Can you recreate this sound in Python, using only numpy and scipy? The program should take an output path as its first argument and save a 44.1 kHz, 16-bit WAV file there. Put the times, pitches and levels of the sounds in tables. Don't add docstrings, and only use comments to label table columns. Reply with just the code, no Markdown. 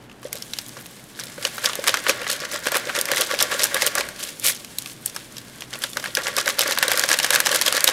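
import sys
import numpy as np
from scipy import signal
from scipy.fft import rfft, irfft, next_fast_len
from scipy.io import wavfile

SR = 44100
rng = np.random.default_rng(int(sys.argv[2]) if len(sys.argv) > 2 else 0)


def int16_out(signal):
    q = np.round(np.clip(np.atleast_2d(signal).T, -1, 1) * 32767)
    wavfile.write(sys.argv[1], SR, q.astype(np.int16))


def invert_db(level):
    return 10 ** (np.asarray(level, dtype=float) / 20)


N = 349521


def rms_one(x):
    return x / np.sqrt(np.mean(x ** 2) + 1e-20)


def band(x, low_hz, high_hz):
    sos = signal.butter(2, [low_hz, high_hz], "band", fs=SR, output="sos")
    return signal.sosfilt(sos, x + 1e-18)


def resonance(x, hz, width_hz):
    r = np.exp(-np.pi * width_hz / SR)
    feedback = [1, -2 * r * np.cos(2 * np.pi * hz / SR), r * r]
    return signal.lfilter([(1 - r * r) / 2, 0, (r * r - 1) / 2], feedback, x + 1e-18)


def coloured(x, spectrum):
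    hz, db = np.transpose(spectrum)
    size = next_fast_len(N)
    grid_hz = np.maximum(np.arange(size // 2 + 1) * SR / size, 1)
    gain = invert_db(np.interp(np.log(grid_hz), np.log(hz), db))
    return rms_one(irfft(rfft(x, size) * gain, size)[:N])


def drift(rate_hz):
    r = np.exp(-2 * np.pi * rate_hz / SR)
    wander = signal.lfilter([1], [1, -2 * r, r * r], rng.standard_normal(N + SR))
    return rms_one(wander[SR:])


def burst(clicks, hold_s, fall_s):
    r = np.exp(-1 / (fall_s * SR))
    dying = signal.lfilter([1 - r], [1, -r], clicks ** 2 + 1e-18)
    return np.sqrt(np.convolve(dying, np.ones(max(int(hold_s * SR), 1)))[:N])


def swell_db(t, start_s, hold_s, rise_db_per_s, fall_db_per_s):
    before_s = np.maximum(start_s - t, 0)
    after_s = np.maximum(t - start_s - hold_s, 0)
    return -rise_db_per_s * before_s - fall_db_per_s * after_s


# (frequency [Hz], width [Hz], level [dB rms])
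HUM_TONES = [(58.3, 4.4, -63.5), (123.3, 11, -55), (234, 11, -61)]


def hum():
    out = 0
    for hz, width_hz, db in HUM_TONES:
        tone = resonance(rng.standard_normal(N + SR), hz, width_hz)[SR:]
        out = out + invert_db(db) * rms_one(tone)
    return out


# (frequency [Hz], relative density [dB per Hz])
ROOM_TONE_SPECTRUM = [(20, -10), (70, -16), (120, 0.5), (240, 2), (800, -10), (1400, -12.5), (3000, -19),
                      (10000, -47), (16000, -48)]


def room_tone():
    return invert_db(-47) * coloured(rng.standard_normal(N), ROOM_TONE_SPECTRUM)


# (low edge [Hz], high edge [Hz], time to fall 60 dB [s], level [dB re direct])
ROOM_ANSWER = [(284, 680, 0.95, -10.5), (835, 1880, 0.15, -14), (1880, 4000, 0.27, -12.5),
               (4850, 8400, 0.11, -17), (9000, 21000, 0.11, -36)]


def kitchen(x):
    out = 0
    first = int(.005 * SR)
    for low_hz, high_hz, t60, level_db in ROOM_ANSWER:
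        r = invert_db(-120 / (t60 * SR))
        power = signal.lfilter([1 - r], [1, -r], band(x, low_hz, high_hz) ** 2)
        power = np.r_[np.zeros(first), power[:-first]]
        noise = rms_one(band(rng.standard_normal(N), low_hz, high_hz))
        out = out + invert_db(level_db) * np.sqrt(power) * noise
    return out


# (frequency [Hz], width [Hz], gain [dB])
BOWL_MODES = [(513, 71, 2), (590, 55, 6), (1137, 41, 3), (1396, 47, 6.5), (1664, 170, 2.5), (1910, 37, 6.5),
              (2065, 200, -2.5)]


def bowl(x):
    return sum((-1) ** k * invert_db(db) * resonance(x, hz, width_hz)
               for k, (hz, width_hz, db) in enumerate(BOWL_MODES))


# (frequency [Hz], gain [dB])
PAPER_COLOUR = [(900, -21), (2000, -4.5), (2600, 0.5), (3200, 6), (10900, -0.5), (15700, -11)]


def papery(x):
    return coloured(x, PAPER_COLOUR)


def crisp(x, dull_share_db):
    top = band(x, 6160, 18000)
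    top_db = -0.37 * np.clip(dull_share_db + 7.5, -12, 12)
    return x + (invert_db(top_db) - 1) * top


# (time [s], relative hiss level [dB], dull share [dB re hiss])
RESTING_LEVELS = [(0.0, -54, -8), (0.26, -50, -11), (0.46, -37, -14), (1.1, -44, -14), (1.63, -32, -9),
                  (2.23, -35.5, -2.5), (2.51, -38.5, -4), (3.2, -31.5, -6), (3.84, -28.5, -8),
                  (3.99, -37.5, -4), (4.26, -35, -11), (4.37, -38, -15), (5.1, -41, -12.5),
                  (5.67, -40.5, -11), (5.83, -40.5, -27), (6.86, -33, -0.5), (7.73, -28.5, -6),
                  (7.93, -34, 4)]


def resting():
    ticks_per_s, ticks_db = 70, -4.5
    s, level_db, dull_db = np.transpose(RESTING_LEVELS)
    t = np.arange(N) / SR
    level_db, dull_db = np.interp(t, s, level_db), np.interp(t, s, dull_db)
    powder = invert_db(1.5 * drift(12)) * rng.standard_normal((2, N))
    born = rng.random(N) < ticks_per_s / SR
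    sizes = born * invert_db(4.6 * np.minimum(rng.exponential(1, N), 3))
    dealt, noise = rng.integers(0, 5, N), rng.standard_normal(N)
    ticks = 0
    for k, hz in enumerate(np.geomspace(2400, 11000, 5)):
        grains = burst(sizes * (dealt == k), 0.00032, .0008) * noise
        ticks = ticks + resonance(grains, hz, 0.9 * hz)
    bright = crisp(papery(powder[0]) + invert_db(ticks_db) * rms_one(ticks), dull_db)
    dull = rms_one(bowl(powder[1]) + invert_db(-0.5) * band(powder[1], 1050, 2430))
    return invert_db(level_db) * (invert_db(-7.5) * bright + invert_db(dull_db) * dull)


# (start [s], hold [s], relative rustle level [dB], dull share [dB re rustle])
STROKES_PLAYED = [(0.244, 0.023, -44.5, -4), (0.328, 0.06, -38.5, -6), (0.54, 0.022, -43, -12),
                  (0.586, 0.043, -41.5, -17), (0.768, 0.026, -48, 6), (0.973, 0.041, -47.5, -6),
                  (1.175, 0.056, -38.5, -2.5), (1.263, 0.055, -39, -5), (1.433, 0.036, -30.5, -3.5),
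                  (1.638, 0.038, -25.5, -1.5), (1.875, 0.026, -25.5, 1), (1.946, 0.036, -32, 1.0),
                  (2.082, 0.026, -21.5, 1), (2.195, 0.04, -34.5, 3.5), (2.303, 0.03, -23.5, -6.5),
                  (2.413, 0.029, -32.0, 3.5), (2.517, 0.038, -30, 2.0), (2.655, 0.027, -27, 1.5),
                  (2.728, 0.041, -24, 2.0), (2.856, 0.035, -35.5, 8), (2.956, 0.033, -27.5, 2.5),
                  (3.091, 0.039, -30, 5), (3.174, 0.038, -20, -4.5), (3.301, 0.036, -29.5, 4),
                  (3.399, 0.033, -22.0, -3), (3.525, 0.026, -26.5, 1.5), (3.607, 0.04, -22, -3),
                  (3.743, 0.029, -30, 8), (3.811, 0.063, -24, -1.5), (3.959, 0.043, -28.5, 5.5),
                  (4.202, 0.092, -30.5, -9), (4.457, 0.045, -22.5, -9), (4.79, 0.034, -44, -16),
                  (4.862, 0.047, -37, -17), (5.063, 0.025, -38.5, -22), (5.154, 0.036, -40.5, -4),
                  (5.372, 0.037, -48, -7.0), (5.59, 0.046, -46, -2), (5.731, 0.029, -38, 0.5),
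                  (5.827, 0.023, -30.5, -6.5), (5.973, 0.022, -35, 1), (6.033, 0.055, -34.5, -0.5),
                  (6.169, 0.038, -32.5, 4.5), (6.257, 0.024, -27.5, 1.0), (6.366, 0.039, -28.5, 3),
                  (6.462, 0.04, -25.5, 0), (6.592, 0.031, -25.5, 0), (6.666, 0.054, -23.5, 0.5),
                  (6.818, 0.03, -25.5, 1.5), (6.911, 0.028, -24, -2), (6.973, 0.034, -26.5, 0.5),
                  (7.028, 0.021, -29, -9), (7.103, 0.042, -20.5, -2.5), (7.234, 0.022, -22.0, -4),
                  (7.328, 0.034, -21.5, -2.0), (7.459, 0.023, -28, 1.5), (7.527, 0.029, -18.5, -3.0),
                  (7.662, 0.021, -21.5, -2.5), (7.74, 0.03, -22.5, -0.5), (7.879, 0.018, -21.5, -6.5)]


def strokes():
    s, hold_s, level_db, dull_db = np.transpose(STROKES_PLAYED)[:, :, None]
    t = np.arange(0, N / SR + .002, .001)
    shape_db = swell_db(t, s, hold_s, rise_db_per_s=412, fall_db_per_s=262)
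    return [np.interp(np.arange(N) / SR, t, (db + shape_db).max(axis=0))
            for db in (level_db, level_db + dull_db)]


def rustle():
    level_db, dull_db = strokes()
    creases_per_s = np.array([[320], [170]])
    born = rng.random((2, N)) < creases_per_s * invert_db(4.0 * drift(25)) / SR
    sizes = born * invert_db(4.8 * np.minimum(rng.exponential(1, (2, N)), 3.5))
    dealt, noise = rng.integers(0, 8, N), rng.standard_normal(N)
    small = 0
    for k, hz in enumerate(np.geomspace(2500, 14000, 8)):
        grains = burst(sizes[0] * (dealt == k), 0.00028, 0.00094) * noise
        small = small + resonance(grains, hz, 0.5 * hz)
    broad = rms_one(burst(sizes[1], 0.0017, 0.0016) * rng.standard_normal(N))
    powder = invert_db(0.83 * drift(37)) * rng.standard_normal(N)
    bright = papery(rms_one(small) + invert_db(-14.0) * broad + invert_db(-3.5) * powder)
    dull = rms_one(bowl(broad + invert_db(-4.5) * powder) + invert_db(-13) * band(broad, 320, 2030))
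    bright = crisp(bright, dull_db - level_db)
    return invert_db(level_db - 3.5) * bright + invert_db(dull_db - 4.0) * dull


# (frequency [Hz], relative density [dB per Hz])
CRUSH_SPECTRUM = [(530, -52), (900, -28), (2430, 3), (2800, -9), (3650, -4), (5290, -6), (11200, -1),
                  (15700, -12)]


def crush():
    shape_db = swell_db(np.arange(N) / SR, 4.45, 0.051, rise_db_per_s=700, fall_db_per_s=700)
    level_db = -20.5 + shape_db + 1.6 * drift(90)
    return invert_db(level_db) * coloured(rng.standard_normal(N), CRUSH_SPECTRUM)


# (time [s], relative level [dB])
PLACED_PUFFS = [(0.25, -21), (0.348, -30), (1.38, -26), (1.451, -22), (1.788, -17), (1.887, -22),
                (2.068, -25), (2.096, -12.5), (2.541, -21.5), (2.666, -16), (2.721, -21), (2.754, -22),
                (2.868, -27), (2.977, -19.5), (3.118, -16), (3.2, -19), (3.333, -21), (3.523, -19.5),
                (3.753, -23), (3.825, -19), (3.976, -28), (5.97, -25), (6.176, -22), (6.37, -23),
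                (6.478, -30), (6.663, -22), (6.881, -18), (7.043, -20.5), (7.143, -25), (7.304, -23),
                (7.51, -21), (7.549, -18.5), (7.841, -21.5)]


def puffs():
    stroke_puffs = [(s + hold_s * rng.random(), db + dull_db + 2.5)
                    for s, hold_s, db, dull_db in STROKES_PLAYED]
    s, level_db = np.r_[PLACED_PUFFS, stroke_puffs].T
    chance = rng.uniform(-1.02, 1, (len(s), 2))
    first = np.bincount((s * SR).astype(int), invert_db(level_db + 13.0) * np.sign(chance[:, 0]), N)
    rebound_s = s + 0.0117 + 0.00293 * chance[:, 1]
    rebound = np.bincount((rebound_s * SR).astype(int), invert_db(level_db - 1.0), N)[:N]
    push = np.convolve(first + rebound, np.hanning(int(0.0012 * SR)))[:N]
    push = band(push, 258, 582)
    return bowl(push) + invert_db(-13.0) * push


def lesser_snaps(count=3):
    spread_db, spill_s = 3, .012
    s, hold_s, level_db, dull_db = np.transpose(STROKES_PLAYED)[:, :, None]
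    when, pitch = np.moveaxis(rng.random((len(s), count, 2)), -1, 0)
    spread = spread_db * rng.standard_normal((len(s), count, 3))
    panel_db = level_db + dull_db + 3 + spread[..., 0]
    body_db = level_db + 0.5 + spread[..., 1]
    edge_db = level_db - 4.5 + spread[..., 2]
    at_s = s - spill_s + when * (hold_s + 2 * spill_s)
    ring_hz = 1300 * 5.0 ** pitch
    return np.reshape([at_s, ring_hz, panel_db, body_db, edge_db], (5, -1)).T


# (time [s], facet pitch [Hz], then relative levels:
# broad panel [dB], body [dB], crisp edge [dB])
CLEAR_SNAPS = [(0.0971, 2700.0, -39, -48, -57.0), (0.1148, 2710.0, -38.5, -47, -55.0),
               (0.23, 1100.0, -36, -37, -45), (0.3285, 2180, -30, -27, -21),
               (0.3548, 3840.0, -38, -33.0, -33.0), (0.4234, 5420, -39.0, -26.0, -34),
               (0.5349, 3900, -31, -20.5, -31), (0.5867, 5000, -30, -20, -28),
               (0.7684, 1110, -32.0, -42.0, -51), (0.8588, 2790, -38, -32, -45),
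               (1.1909, 1530, -28, -38, -39.0), (1.1969, 5800, -34, -26.5, -32),
               (1.236, 4100, -42, -32, -33), (1.3794, 1500.0, -30, -45.0, -47.0),
               (1.4506, 2920, -19, -13, -24), (1.5809, 1350, -19.5, -32, -34),
               (1.6434, 1630.0, -20, -24.0, -33.0), (1.6585, 5400, -22, -10.5, -22),
               (1.6951, 1210.0, -20.5, -22, -42), (1.732, 3040, -18, -25, -34.0),
               (1.7541, 6480.0, -22, -28, -26), (1.8404, 1580.0, -22, -24, -31.0),
               (1.8746, 1200, -15, -14, -19), (1.8804, 2400, -12.5, -11.5, -17.5),
               (1.8926, 3760, -19, -14.5, -24), (1.9412, 1400, -11, -12, -24),
               (1.971, 1820.0, -21, -30, -31.0), (2.066, 1450, -12.5, -25.0, -36.0),
               (2.0858, 5630.0, -20, -24, -25), (2.0944, 1520, -14.5, -11, -21.5),
               (2.267, 1930, -19, -37, -45), (2.3007, 4500, -22, -17.0, -24),
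               (2.6697, 1550, -16, -18, -25.5), (2.7442, 1770, -16, -22, -31.0),
               (2.7519, 5050.0, -15, -24, -26), (2.7689, 3680.0, -18, -21, -18.5),
               (2.9505, 1800.0, -20, -18, -45), (2.9883, 3400, -30, -17, -22.0),
               (3.0121, 4900, -35, -23.5, -17), (3.0548, 1940.0, -29, -22, -24.5),
               (3.1156, 1610, -14, -15, -20.5), (3.1464, 1440.0, -22.0, -22.0, -31.0),
               (3.1704, 2010.0, -19, -17, -35), (3.2093, 5340.0, -33, -22, -17),
               (3.2178, 4000, -29, -17.0, -34), (3.4252, 5560, -20, -15, -12),
               (3.5941, 3950, -24, -16.5, -35), (3.602, 2040, -22, -21, -34),
               (3.6335, 5430, -21.0, -14.5, -17), (3.6403, 1640.0, -24.0, -18.0, -10.0),
               (3.7441, 3760.0, -27.0, -18.5, -17), (3.7665, 1640, -15.5, -27, -37),
               (3.8204, 1980, -14.5, -12, -20), (3.8646, 4070.0, -29.0, -29, -13),
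               (3.9526, 6160, -31.0, -20.0, -18.5), (3.9813, 1550, -16, -14.5, -22),
               (4.0877, 1550.0, -27.5, -30, -32.5), (4.3971, 6970.0, -48, -34.0, -29),
               (4.4445, 6710.0, -41, -24, -24), (4.4648, 6270.0, -25, -21, -14),
               (4.6464, 2500.0, -38, -28.5, -38), (4.7849, 4020, -36, -22, -19.0),
               (4.8217, 7000, -46.0, -32, -36), (4.8593, 2480, -29, -30, -37),
               (5.0596, 6580.0, -30, -33, -16), (5.1625, 5230, -21.5, -26.0, -27),
               (5.368, 5560, -47, -29, -41), (5.3819, 5100, -37, -29, -36.0),
               (5.6071, 3410.0, -42, -32, -36), (5.6207, 2990.0, -26, -29, -48),
               (5.73, 2970, -29, -28, -51), (5.7361, 3320, -29, -23, -49),
               (5.8379, 1650, -21.5, -15.5, -23), (5.9324, 3480, -51, -29.5, -37),
               (5.9703, 1500, -17, -21, -25.5), (6.0405, 1620, -21.5, -28, -32.0),
               (6.0585, 1800, -19, -27.0, -38.0), (6.1509, 5100, -39, -15.5, -20),
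               (6.1704, 1620, -14.0, -16, -24.5), (6.2685, 2870, -17.0, -18.0, -41),
               (6.3658, 5230, -38, -17, -22.5), (6.3837, 1160, -15, -13.5, -25),
               (6.4772, 1560, -12.5, -24, -30), (6.4888, 3040, -28, -21, -20.5),
               (6.5918, 5300, -14, -11, -14.5), (6.6084, 3080, -17.0, -13, -24),
               (6.6159, 5140, -25, -16.5, -17.5), (6.7098, 1780, -14, -20, -24.0),
               (6.7749, 1540, -15, -21, -34), (6.786, 4520, -18, -18, -19.5), (6.827, 1820, -8, -16, -19.0),
               (6.8805, 3870, -15, -16.5, -17.5), (6.9163, 1600, -10.5, -24, -16.5),
               (6.9742, 5230, -27, -17.5, -19), (6.9946, 4540.0, -21, -16, -15),
               (7.037, 1610.0, -11, -13.5, -25), (7.089, 5330, -16, -17.0, -20.5),
               (7.1149, 1690.0, -12.5, -14.5, -21.5), (7.1884, 1580, -19, -11.5, -19.5),
               (7.1993, 2900, -14, -15.5, -24.0), (7.2446, 1700.0, -14, -12, -23),
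               (7.3052, 3800, -8.5, -14.5, -15.5), (7.3325, 1620, -15.5, -26, -25),
               (7.3432, 1660, -17, -18.0, -19.0), (7.3499, 1720.0, -29, -14.0, -15),
               (7.3586, 1560, -11, -10, -19.0), (7.402, 1640, -11.5, -12, -14.0),
               (7.4604, 5440, -11.5, -12.5, -22.0), (7.4683, 1690.0, -15, -9.5, -22),
               (7.5461, 1720, -21, -19.0, -18.0), (7.56, 1500, -22, -18, -17),
               (7.6131, 1880, -19, -14, -18), (7.6204, 4370, -18, -17, -19.0),
               (7.6624, 5000, -26.0, -15, -18.5), (7.6801, 3230, -19.0, -10.5, -25),
               (7.725, 1260, -16.5, -18.0, -19.0), (7.7671, 1610.0, -21, -12, -19),
               (7.8062, 4530, -37, -20, -26), (7.8418, 4520, -12.5, -14, -7.5),
               (7.8764, 3820, -10.5, -8.5, -16), (7.8884, 1040, -13, -16.0, -23)]


def snaps():
    s, ring_hz, panel_db, body_db, edge_db = np.r_[CLEAR_SNAPS, lesser_snaps()].T
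    at = np.minimum((s * SR).astype(int), N - 1)
    breaks = rng.choice([-1, 1], (3, N)) * invert_db(4.4 * rng.standard_normal(N))

    def clicks(db):
        return np.bincount(at, invert_db(db), N)

    def run(db, hold_s, fall_s):
        return burst(clicks(db), hold_s, fall_s)

    panel = run(panel_db + 7.5, 0.00063, 0.0021) + run(panel_db - 12.5, 0.00078, 0.012)
    panel = band(breaks[0] * panel, 590, 3250)
    body = run(body_db + 5.0, 0.00079, 0.00091) + run(body_db - 3.5, 0.0012, 0.005)
    body = band(breaks[1] * body, 2600, 6600)
    edge = run(edge_db + 8.5, 0.00076, 0.00057) + run(edge_db - 3.5, .001, 0.0047)
    edge = band(breaks[2] * edge, 6450, 13100)

    sign = np.sign(breaks[0])
    body = body + band(clicks(body_db + 11) * sign, 3100, 6600)
    edge = edge + band(clicks(edge_db + 5) * sign, 7000, 15500)

    t = np.arange(int(.012 * SR)) / SR
    turns = ring_hz[:, None] * t
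    height = invert_db(np.where(ring_hz < 2800, panel_db, body_db) + 4.5)[:, None]
    onset = np.minimum(turns / 0.41, 1)
    rings = height * np.sin(2 * np.pi * turns) * np.exp(-t / 0.0018) * onset
    facet = np.bincount((at[:, None] + np.arange(len(t))).ravel(), rings.ravel(), N)[:N]
    return panel + body + edge + facet + invert_db(-7.0) * bowl(panel + facet)


def scene():
    pouch = snaps() + puffs() + rustle() + crush() + resting()
    return (pouch + kitchen(pouch) + hum() + room_tone())[None]


def top_cut(x):
    return signal.sosfilt(signal.butter(12, 16670, fs=SR, output="sos"), x)


def record(dry):
    low_pass = signal.cheby2(12, 60, 16600, fs=SR, output="sos")
    mix = np.clip(signal.sosfilt(low_pass, dry), -1, 1)
    return top_cut(mix)


dry = scene()
out = record(dry)
int16_out(out)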